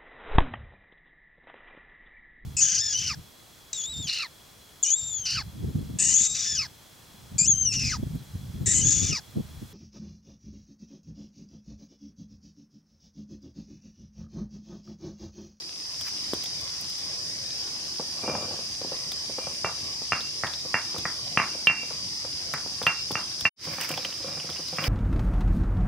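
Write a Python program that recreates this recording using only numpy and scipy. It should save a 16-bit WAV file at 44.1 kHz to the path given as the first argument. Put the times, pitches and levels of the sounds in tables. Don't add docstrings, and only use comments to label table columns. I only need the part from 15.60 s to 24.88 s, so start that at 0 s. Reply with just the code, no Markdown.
import sys
import numpy as np
from scipy import signal
from scipy.fft import rfft, irfft, next_fast_len
from scipy.io import wavfile
from scipy.ndimage import uniform_filter1d, map_coordinates

SR = 44100
rng = np.random.default_rng(int(sys.argv[2]) if len(sys.argv) > 2 else 0)


def inscribe(sig):
    pcm = np.round(np.clip(np.atleast_2d(sig).T, -1, 1) * 32767)
    wavfile.write(sys.argv[1], SR, pcm.astype(np.int16))


N = 409248
FIRESIDE_S = 7.96


def pounding(clack_db=26, echo_db=-8, crush_db=4.5, spot_db=5, spot_octaves=0.13, pan_db=-1.5):
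    # (time [s], clack level [dB], ring level [dB], top edge of the clack [Hz], tilt [dB per octave],
    #  resonance of the spot that is hit [Hz], hop delay [ms], hop level [dB])
    blows = [(4.046, -24.5, -28, 2330, -5, 1230, 13.7, -12),
             (4.521, -22.5, -22.5, 2630, 2, 1270, 11.3, -3.5), (4.836, -26.5, -45, 2140, 1, 1810, 9, -3),
             (5.1427, -21, -23.5, 2350, 3, 1810, 10.2, -5), (5.4539, -28.5, -53, 2250, 1.5, 1880, 5.8, -4),
             (5.774, -17.5, -19, 2870, 4, 1140, 5.5, -20), (5.7996, -23.5, -33, 2500, 5, 1090, 18, -5.5),
             (6.071, -15.5, -4.5, 3180, 7.5, 2780, 5.5, -16),
             (6.099, -24.5, -40, 2450, 3.5, 1900, 12.7, -2), (6.938, -30.5, -48, 2300, 2.5, 1360, 7, -3),
             (7.267, -19.5, -13, 2899, 4.5, 1350, 7.3, -10), (7.5544, -27, -27, 2710, 1.5, 1250, 19, -16),
             (7.853, -21.5, -13, 2790, 4.5, 1850, 10.6, -7), (9.185, -28.5, -30.5, 2460, 2, 1110, 8.7, -5)]
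    # (frequency [Hz], level [dB])
    clack_tone = [(25, -54), (150, -8.5), (350, -6), (600, -2), (900, 2), (1200, 1), (1500, 0),
                  (1800, -0.5), (2400, -1)]
    thud_tone = [(20, -48), (40, -22), (90, -3), (150, 4.5), (260, -0.5), (500, -30.5), (1500, -81)]
    out = np.zeros((2, N))
    thud = impulse(lambda hz: along(thud_tone, hz))
    for s, hit_db, ring_db, edge_hz, tilt, spot_hz, hop_ms, hop_db in blows:
        spot = lambda hz: resonance(hz, spot_hz, spot_db, spot_octaves)
        cushion = lambda hz: tilt * np.log2((hz + 200) / 1500) - 10 * np.log10(1 + (hz / edge_hz) ** 22)
        click = impulse(lambda hz: along(clack_tone, hz) + spot(hz) + cushion(hz))
        paths = amp(echo_db) * tree_echo(width=0.36, rise_s=0.016)
        paths[:, 0] += 1
        paths[:, round(0.0016 * SR)] += 0.35
        paths[:, round(hop_ms * SR / 1000)] += amp(hop_db)
        contact = amp(hit_db + clack_db) * click * panned(pan_db) + amp(0.37 * hit_db) * thud
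        crunch = amp(0.42 * hit_db + crush_db) * signal.fftconvolve(rattle(rate=400, t60=0.046), click)
        ring = panned(-3.5) * pestle_ring(hit_db, ring_db)
        ring_echo = signal.fftconvolve(tree_echo(width=0.62, rise_s=0.056), ring, axes=1)
        blow = np.zeros((2, N))
        add(blow, s, signal.fftconvolve(paths, contact, axes=1))
        add(blow, s, crunch * panned(pan_db))
        add(blow, s, ring)
        add(blow, s + 0.08, amp(-20) * ring_echo)
        if s < FIRESIDE_S:
            blow[:, round(FIRESIDE_S * SR):] = 0
        out += blow
    return out


def pestle_ring(hit_db, ring_db, main_hz=2752, main_t60=0.18, grip_hz=7, vary_db=3, lead_rad=0.77):
    # (frequency [Hz], relative level [dB], time to fade by 60 dB [s])
    other_notes = [(1783, -13.5, 0.062), (2352, -8.5, 0.18), (4480, -19, 0.079)]
    t = np.arange(SR // 2) / SR
    phase = np.array([[lead_rad / 2], [-lead_rad / 2]])
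    notes = [(hz, db + (hit_db + ring_db) / 2 + vary_db * rng.normal(), t60)
             for hz, db, t60 in other_notes]
    notes.append((main_hz + grip_hz * rng.normal(), ring_db, main_t60))
    attack = 1 - np.exp(-t / 0.00028)
    return attack * sum(amp(db - 60 * t / t60) * np.sin(2 * np.pi * hz * t + phase)
                        for hz, db, t60 in notes)


def nudging(level_db=27, echo_db=-8):
    # (time [s], relative level [dB], top edge of the knock [Hz])
    nudges = [(2.396, -33, 774), (2.633, -36, 890), (2.642, -36, 785), (2.676, -31.5, 800),
              (2.683, -31, 800), (2.697, -30.5, 1000), (2.735, -36, 1000), (2.751, -29, 1050),
              (2.783, -37, 950), (2.809, -42, 905), (2.825, -40, 650), (2.842, -37.5, 700),
              (2.88, -43, 600), (2.908, -39, 650), (2.939, -40.5, 650), (2.99, -40, 545),
              (3.213, -39.5, 550), (3.246, -36, 490), (3.319, -34.5, 650), (3.696, -40.5, 646),
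              (3.782, -34.5, 970), (3.87, -37.5, 1020), (4.415, -41, 595), (5.05, -40, 905),
              (5.342, -36, 910), (5.361, -37.5, 1000), (5.949, -40, 700), (6.229, -43, 1100),
              (6.304, -39, 1220), (6.646, -40, 1230), (7.06, -43, 1100), (7.216, -32.5, 1220),
              (7.506, -34, 1020), (8.07, -36.5, 1200), (8.183, -33.5, 1700), (8.304, -31, 1200),
              (8.375, -33.5, 1500), (8.456, -42, 700), (8.603, -41.5, 550), (8.644, -38.5, 920),
              (8.683, -39, 1200), (8.771, -40.5, 1504), (8.842, -39.5, 650), (8.891, -35.5, 1000),
              (8.994, -40, 796), (9.127, -35.5, 880), (9.269, -36, 1500)]
    # (frequency [Hz], level [dB])
    slab_tone = [(88, -28), (150, -1.5), (286, 0.5), (544, 0), (867, 3), (943, 1.5), (1200, 3.5),
                 (1500, -1.5), (1770, -2.5), (2250, -1.5), (2340, 8), (2450, -1), (2600, 1.5), (3380, -34),
                 (5720, -120)]
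    out = np.zeros((2, N))
    hollow = lambda hz: resonance(hz, centre_hz=520, height_db=7, octaves=0.14)
    for s, db, edge_hz in nudges:
        treble_cut = lambda hz: 16 * np.log10(1 + (hz / edge_hz) ** 3)
        click = impulse(lambda hz: along(slab_tone, hz) + hollow(hz) - treble_cut(hz))
        chatter = amp(echo_db) * tree_echo(width=0.15) + rattle(rate=1800, t60=0.036)
        add(out, s, amp(db + level_db) * signal.fftconvolve(chatter, click[None], axes=1))
    return out


def rolling(uneven_db=3.5):
    # (loudest moment [s], rise [s], fall [s], level [dB], ring level against the grinding [dB])
    rolls = [(2.7, 0.12, 0.25, -31, -10), (2.93, .15, 0.16, -58, -20.5), (3.82, 0.062, 0.19, -47, 2),
             (8.09, 0.054, 0.15, -38.5, -12), (8.31, 0.034, 0.3, -41.5, -6),
             (8.68, 0.063, 0.21, -41.5, -10), (9.22, 0.06, 0.34, -36, -5)]
    # (frequency [Hz], level [dB])
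    grind_tone = [(59, -26), (100, -1.5), (190, -7.5), (330, -6), (420, -25), (560, 3), (752, -8.5),
                  (890, -18), (1110, -5.5), (1570, -22.5), (2200, -27), (2860, -63), (4840, -120)]
    taps = grains(rate=900, scatter_db=3.5)
    grind = unit(spread(taps, grind_tone) * amp(uneven_db * wobble(55)))
    two_notes = lambda hz: 1 / (1 + 1j * (hz - 2385) / 8) + 0.53 / (1 + 1j * (hz - 2760) / 8)
    ring = unit(filtered(taps[0], two_notes))
    return sum(amp(db) * swell(s, rise, fall) * (grind + amp(ring_db) * ring)
               for s, rise, fall, db, ring_db in rolls)


def farther(x):
    # (frequency [Hz], level [dB])
    hollow_tone = [(80, -7), (160, 7), (230, -3.5), (330, 2.5), (410, -6), (506, 4.5), (620, -8.5),
                   (748, 1.5), (880, -5.5), (1100, -1), (3000, 0.5)]
    click = impulse(lambda hz: along(hollow_tone, hz))
    hollow = signal.fftconvolve(x, click[None], axes=1)[:, :N]
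    return np.where(np.arange(N) / SR < FIRESIDE_S, x, hollow)


def snapping(crack_db=-9, body_db=29, crack_t60=0.035, body_t60=0.039):
    # (time [s], crack level [dB], body level [dB], pitch of the body [Hz])
    snaps = [(0.411, -23.5, -43.5, 3220), (0.735, -22, -42.5, 3470), (0.837, -24.5, -43, 3320),
             (0.859, -35.5, -41, 3700), (1.011, -30, -60, 3500), (1.211, -26, -57, 3500),
             (1.243, -38, -47, 3800), (1.26, -43, -49, 3580), (1.298, -28, -49.5, 3900),
             (1.384, -38, -51, 3540), (3.518, -24, -39.5, 3600), (4.606, -38, -39, 3830),
             (4.867, -39.5, -36.5, 3300), (4.933, -40, -38.5, 3730), (5.381, -25, -40, 3580),
             (6.0703, -22, -25, 3030), (6.937, -26, -44, 4000), (7.227, -24.5, -37.5, 3600),
             (7.2659, -23.5, -31, 3150), (7.515, -20.5, -42.5, 3370), (7.807, -21, -40, 3500),
             (8.211, -18.5, -39, 2920), (8.233, -23.5, -39, 2600), (8.291, -21, -39, 2920),
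             (8.315, -20.5, -39, 3000), (8.34, -32, -38.5, 2430), (8.374, -29, -36.5, 3370),
             (8.447, -30, -30.5, 2920), (8.525, -41.5, -44, 3000), (8.799, -41, -40, 2900),
             (8.901, -32, -44, 3400), (8.927, -44.5, -45.5, 3470), (8.961, -47, -42, 2770),
             (9.083, -32, -41.5, 4130), (9.168, -35, -47, 3160), (9.24, -26, -33.5, 3030)]
    # (frequency [Hz], level [dB])
    crack_tone = [(800, -25), (2500, -10.5), (4000, -1), (8000, 8), (15000, 4)]
    body_tone = [(100, -10), (500, 6.5), (1500, 3.5), (4000, -3), (5000, 3.5), (8000, -15.5)]
    bodies, crack_gain = np.zeros((2, N)), np.zeros(N)
    t = np.arange(SR // 10) / SR
    for s, crack, body, pitch_hz in snaps:
        add(crack_gain, s, amp(crack + crack_db - 60 * t / crack_t60))
        click = impulse(lambda hz: along(body_tone, hz)
                        + resonance(hz, pitch_hz, height_db=20, octaves=0.24))
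        fracture = rattle(rate=1700, t60=body_t60) + amp(-10.5) * tree_echo(width=1.0)
        add(bodies, s, amp(body + body_db) * signal.fftconvolve(fracture, click[None], axes=1))
    return bodies + crack_gain * spread(grains(rate=5300, scatter_db=6.5), crack_tone)


def bumping(level_db=19.5, echo_db=-12, thump_hz=340, low_hz=45):
    # (time [s], relative level [dB], centre pitch [Hz])
    bumps = [(0.7342, -20, 343), (5.384, -31, 109), (5.774, -20, 200), (7.236, -34, 99),
             (7.521, -29.5, 126), (7.821, -32.5, 70), (9.188, -28.5, 195)]
    # (frequency [Hz], level [dB])
    thump_tone = [(29, -40), (50, -18), (334, 0.5), (582, -7), (878, -15.5), (1060, -11.5), (1500, -22),
                  (2200, -30), (2860, -50), (4840, -120)]
    out = np.zeros((2, N))
    bass_cut = lambda hz: 20 * np.log10(1 + (low_hz / (hz + 1)) ** 2)
    for s, db, centre_hz in bumps:
        push = impulse(lambda hz: along(thump_tone, hz * thump_hz / centre_hz) - bass_cut(hz))
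        paths = amp(echo_db) * tree_echo(width=0.26)
        paths[:, 0] += 1
        add(out, s, amp(db + level_db) * signal.fftconvolve(paths, push[None], axes=1))
    return out


def rustling(tick_db=-55, pan_db=-2):
    # (loudest moment [s], rise [s], fall [s], level [dB])
    rustles = [(0.48, 0.11, 0.04, -43), (1.27, 0.12, .25, -65), (8.241, 0.39, 0.36, -35),
               (8.85, 0.45, 0.64, -51.5), (9.26, 0.11, 0.33, -33.5)]
    # (frequency [Hz], level [dB])
    leaf_tone = [(530, -36), (900, -3.5), (1430, -0.5), (1580, 0.5), (2330, 2), (4130, -9), (5000, 4),
                 (6730, -16), (15500, -11)]
    tick_tone = [(1500, -16), (3000, -8), (3800, -2.0), (4400, -6), (8000, -51)]
    motion = sum(amp(db) * swell(s, rise, fall) for s, rise, fall, db in rustles)
    crackle = spread(grains(rate=4800, scatter_db=5.0), leaf_tone)
    clumps = unit(crackle * amp(2.8 * wobble(60)))
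    ticks = spread(grains(rate=44, scatter_db=4.5), tick_tone)
    return motion * clumps * panned(pan_db) + amp(tick_db) * ticks


def insects_and_air(insect_db=-33.5, overtone_db=-17, air_db=-44, lead_s=0.00015):
    # (frequency [Hz], level [dB])
    insect_tone = [(2350, -54), (4000, -37), (4330, -20), (4650, -3.5), (4990, -0.5), (5230, -2),
                   (5670, -9), (6100, -8), (6310, -13), (6670, -22), (7250, -19), (7800, -26), (10100, -51),
                   (17200, -120)]
    overtones = [(4410, -39.5), (7500, -16.5), (7990, -1.5), (9390, 3.5), (11300, -9), (13600, -11.5),
                 (14600, -8.5), (15500, -17)]
    air_tone = [(15, -60.5), (25, -24.5), (87, -0.5), (125, -2), (165, -2.5), (220, -6), (320, -4.5),
                (462, -11), (694, -9), (936, -13.5), (1110, -9.5), (1320, -16), (1570, -14.5), (1710, -12),
                (4200, -6), (5460, -43.5), (9240, -120)]
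    chorus = rush(insect_tone, patchy_db=1.15) + amp(overtone_db) * rush(overtones, patchy_db=2.5)
    insects = amp(insect_db + 0.088 * wobble(12)) * chorus
    air = amp(air_db + 0.54 * wobble(9)) * rush(air_tone, patchy_db=2.5)
    left_first = lambda hz: np.exp(1j * np.pi * hz * lead_s * np.array([[1], [-1]]))
    by_slab = filtered(insects + air, left_first)
    by_fire = amp(-1.5) * (insects * panned(-1.5) + air)
    opening = amp(-5.5 * (1 - ramp(0, 0.53)))
    return np.where(np.arange(N) / SR < FIRESIDE_S, opening * by_slab, by_fire)


def tree_echo(width, rise_s=0.00079):
    # (frequency [Hz], time to fade by 60 dB [s])
    fade_times = [(100, 0.12), (400, 0.21), (1200, 0.27), (2400, 0.23), (3200, 0.08), (5000, 0.12),
                  (15000, 0.13)]
    size = SR // 2
    hz, t, noise = signal.stft(rng.standard_normal((2, size)), SR, nperseg=256)
    decay = amp(-60 * t / along(fade_times, hz)[:, None])
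    mid, side = signal.istft(noise * decay, SR, nperseg=256)[1][:, :size]
    build_up = 1 - np.exp(-(np.arange(size) / SR / rise_s) ** 2)
    tail = np.array([mid + width * side, mid - width * side]) * build_up
    return tail / np.linalg.norm(tail[0])


def spread(pair, tone):
    # (frequency [Hz], how alike left and right are [0 to 1])
    likeness = [(100, 0.98), (500, 0.9), (1500, 0.56), (3000, 0.41), (5000, 0.22), (9000, 0.033),
                (15000, 0.1)]
    turn = lambda hz: np.arccos(along(likeness, hz)) / 2
    mid, side = filtered(pair, lambda hz: amp(along(tone, hz)) * [np.cos(turn(hz)), np.sin(turn(hz))])
    return unit(np.array([mid + side, mid - side]))


def rush(tone, patchy_db):
    noise = signal.stft(rng.standard_normal((2, N)), nperseg=1024)[2]
    patches = uniform_filter1d(rng.standard_normal(noise.shape[1:]), size=5, axis=0)
    patches = uniform_filter1d(patches, size=10, axis=1)
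    patchy = signal.istft(noise * amp(patchy_db * unit(patches)), nperseg=1024)[1][:, :N]
    return spread(patchy, tone)


def rattle(rate, t60):
    t = np.arange(SR // 2) / SR
    taps = rng.standard_normal(len(t)) * (rng.random(len(t)) < rate / SR) * amp(-60 * t / t60)
    return taps / (np.linalg.norm(taps) + 1e-9)


def grains(rate, scatter_db):
    sizes = amp(scatter_db * np.clip(rng.standard_normal((2, N)), -2, 2)) * rng.choice([-1, 1], (2, N))
    return unit(sizes * (rng.random((2, N)) < rate / SR))


def impulse(level_db, size=4096):
    cepstrum = irfft(np.log(amp(level_db(np.fft.rfftfreq(size, 1 / SR))) + 1e-6))
    cepstrum[1:size // 2] *= 2
    cepstrum[size // 2 + 1:] = 0
    click = irfft(np.exp(rfft(cepstrum)))
    return click / np.linalg.norm(click)


def resonance(hz, centre_hz, height_db, octaves):
    return height_db / (1 + (np.log2((hz + 1) / centre_hz) / octaves) ** 2)


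def filtered(x, response):
    size = next_fast_len(x.shape[-1] + 8192)
    return irfft(rfft(x, size) * response(np.fft.rfftfreq(size, 1 / SR)), size)[..., :x.shape[-1]]


def swell(s, rise_s, fall_s):
    t = np.arange(N) / SR - s
    return amp(-20 * np.maximum(-t / rise_s, t / fall_s))


def ramp(start_s, end_s):
    return np.clip((np.arange(N) / SR - start_s) / (end_s - start_s), 0, 1)


def wobble(rate):
    return map_coordinates(rng.standard_normal(int(N * rate / SR) + 4), [np.arange(N) * rate / SR])


def along(points, hz):
    freqs, values = np.transpose(points)
    return np.interp(np.log(hz + 1), np.log(freqs + 1), values)


def add(track, s, sound):
    start = round(s * SR)
    track[..., start:start + sound.shape[-1]] += sound[..., :max(N - start, 0)]


def panned(pan_db):
    return amp([[pan_db / 2], [-pan_db / 2]])


def amp(db):
    return 10 ** (np.asarray(db) / 20)


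def unit(x):
    return x / np.sqrt(np.mean(x ** 2) + 1e-20)


def limiter(x, limit_db=-14.5, release_db_per_s=24):
    power = np.abs(uniform_filter1d(np.mean(x ** 2, axis=0), size=882))
    over_db = np.maximum(10 * np.log10(power + 1e-20) - limit_db, 0)
    recovery_db = release_db_per_s * np.arange(N) / SR
    return x * amp(recovery_db - np.maximum.accumulate(over_db + recovery_db))


def scene():
    slab_work = farther(pounding() + nudging() + rolling())
    return slab_work + bumping() + snapping() + rustling() + insects_and_air()


def record(dry, ceiling=0.92, top_hz=15700):
    limited = limiter(dry)
    rounded = limited / (1 + np.abs(limited / ceiling) ** 10) ** (1 / 10)
    fade = 1 - ramp(7.865, 7.895) + ramp(FIRESIDE_S, 8.05) ** 1.8
    return filtered(rounded * fade, lambda hz: hz < top_hz)


dry = scene()
out = record(dry)
inscribe(out)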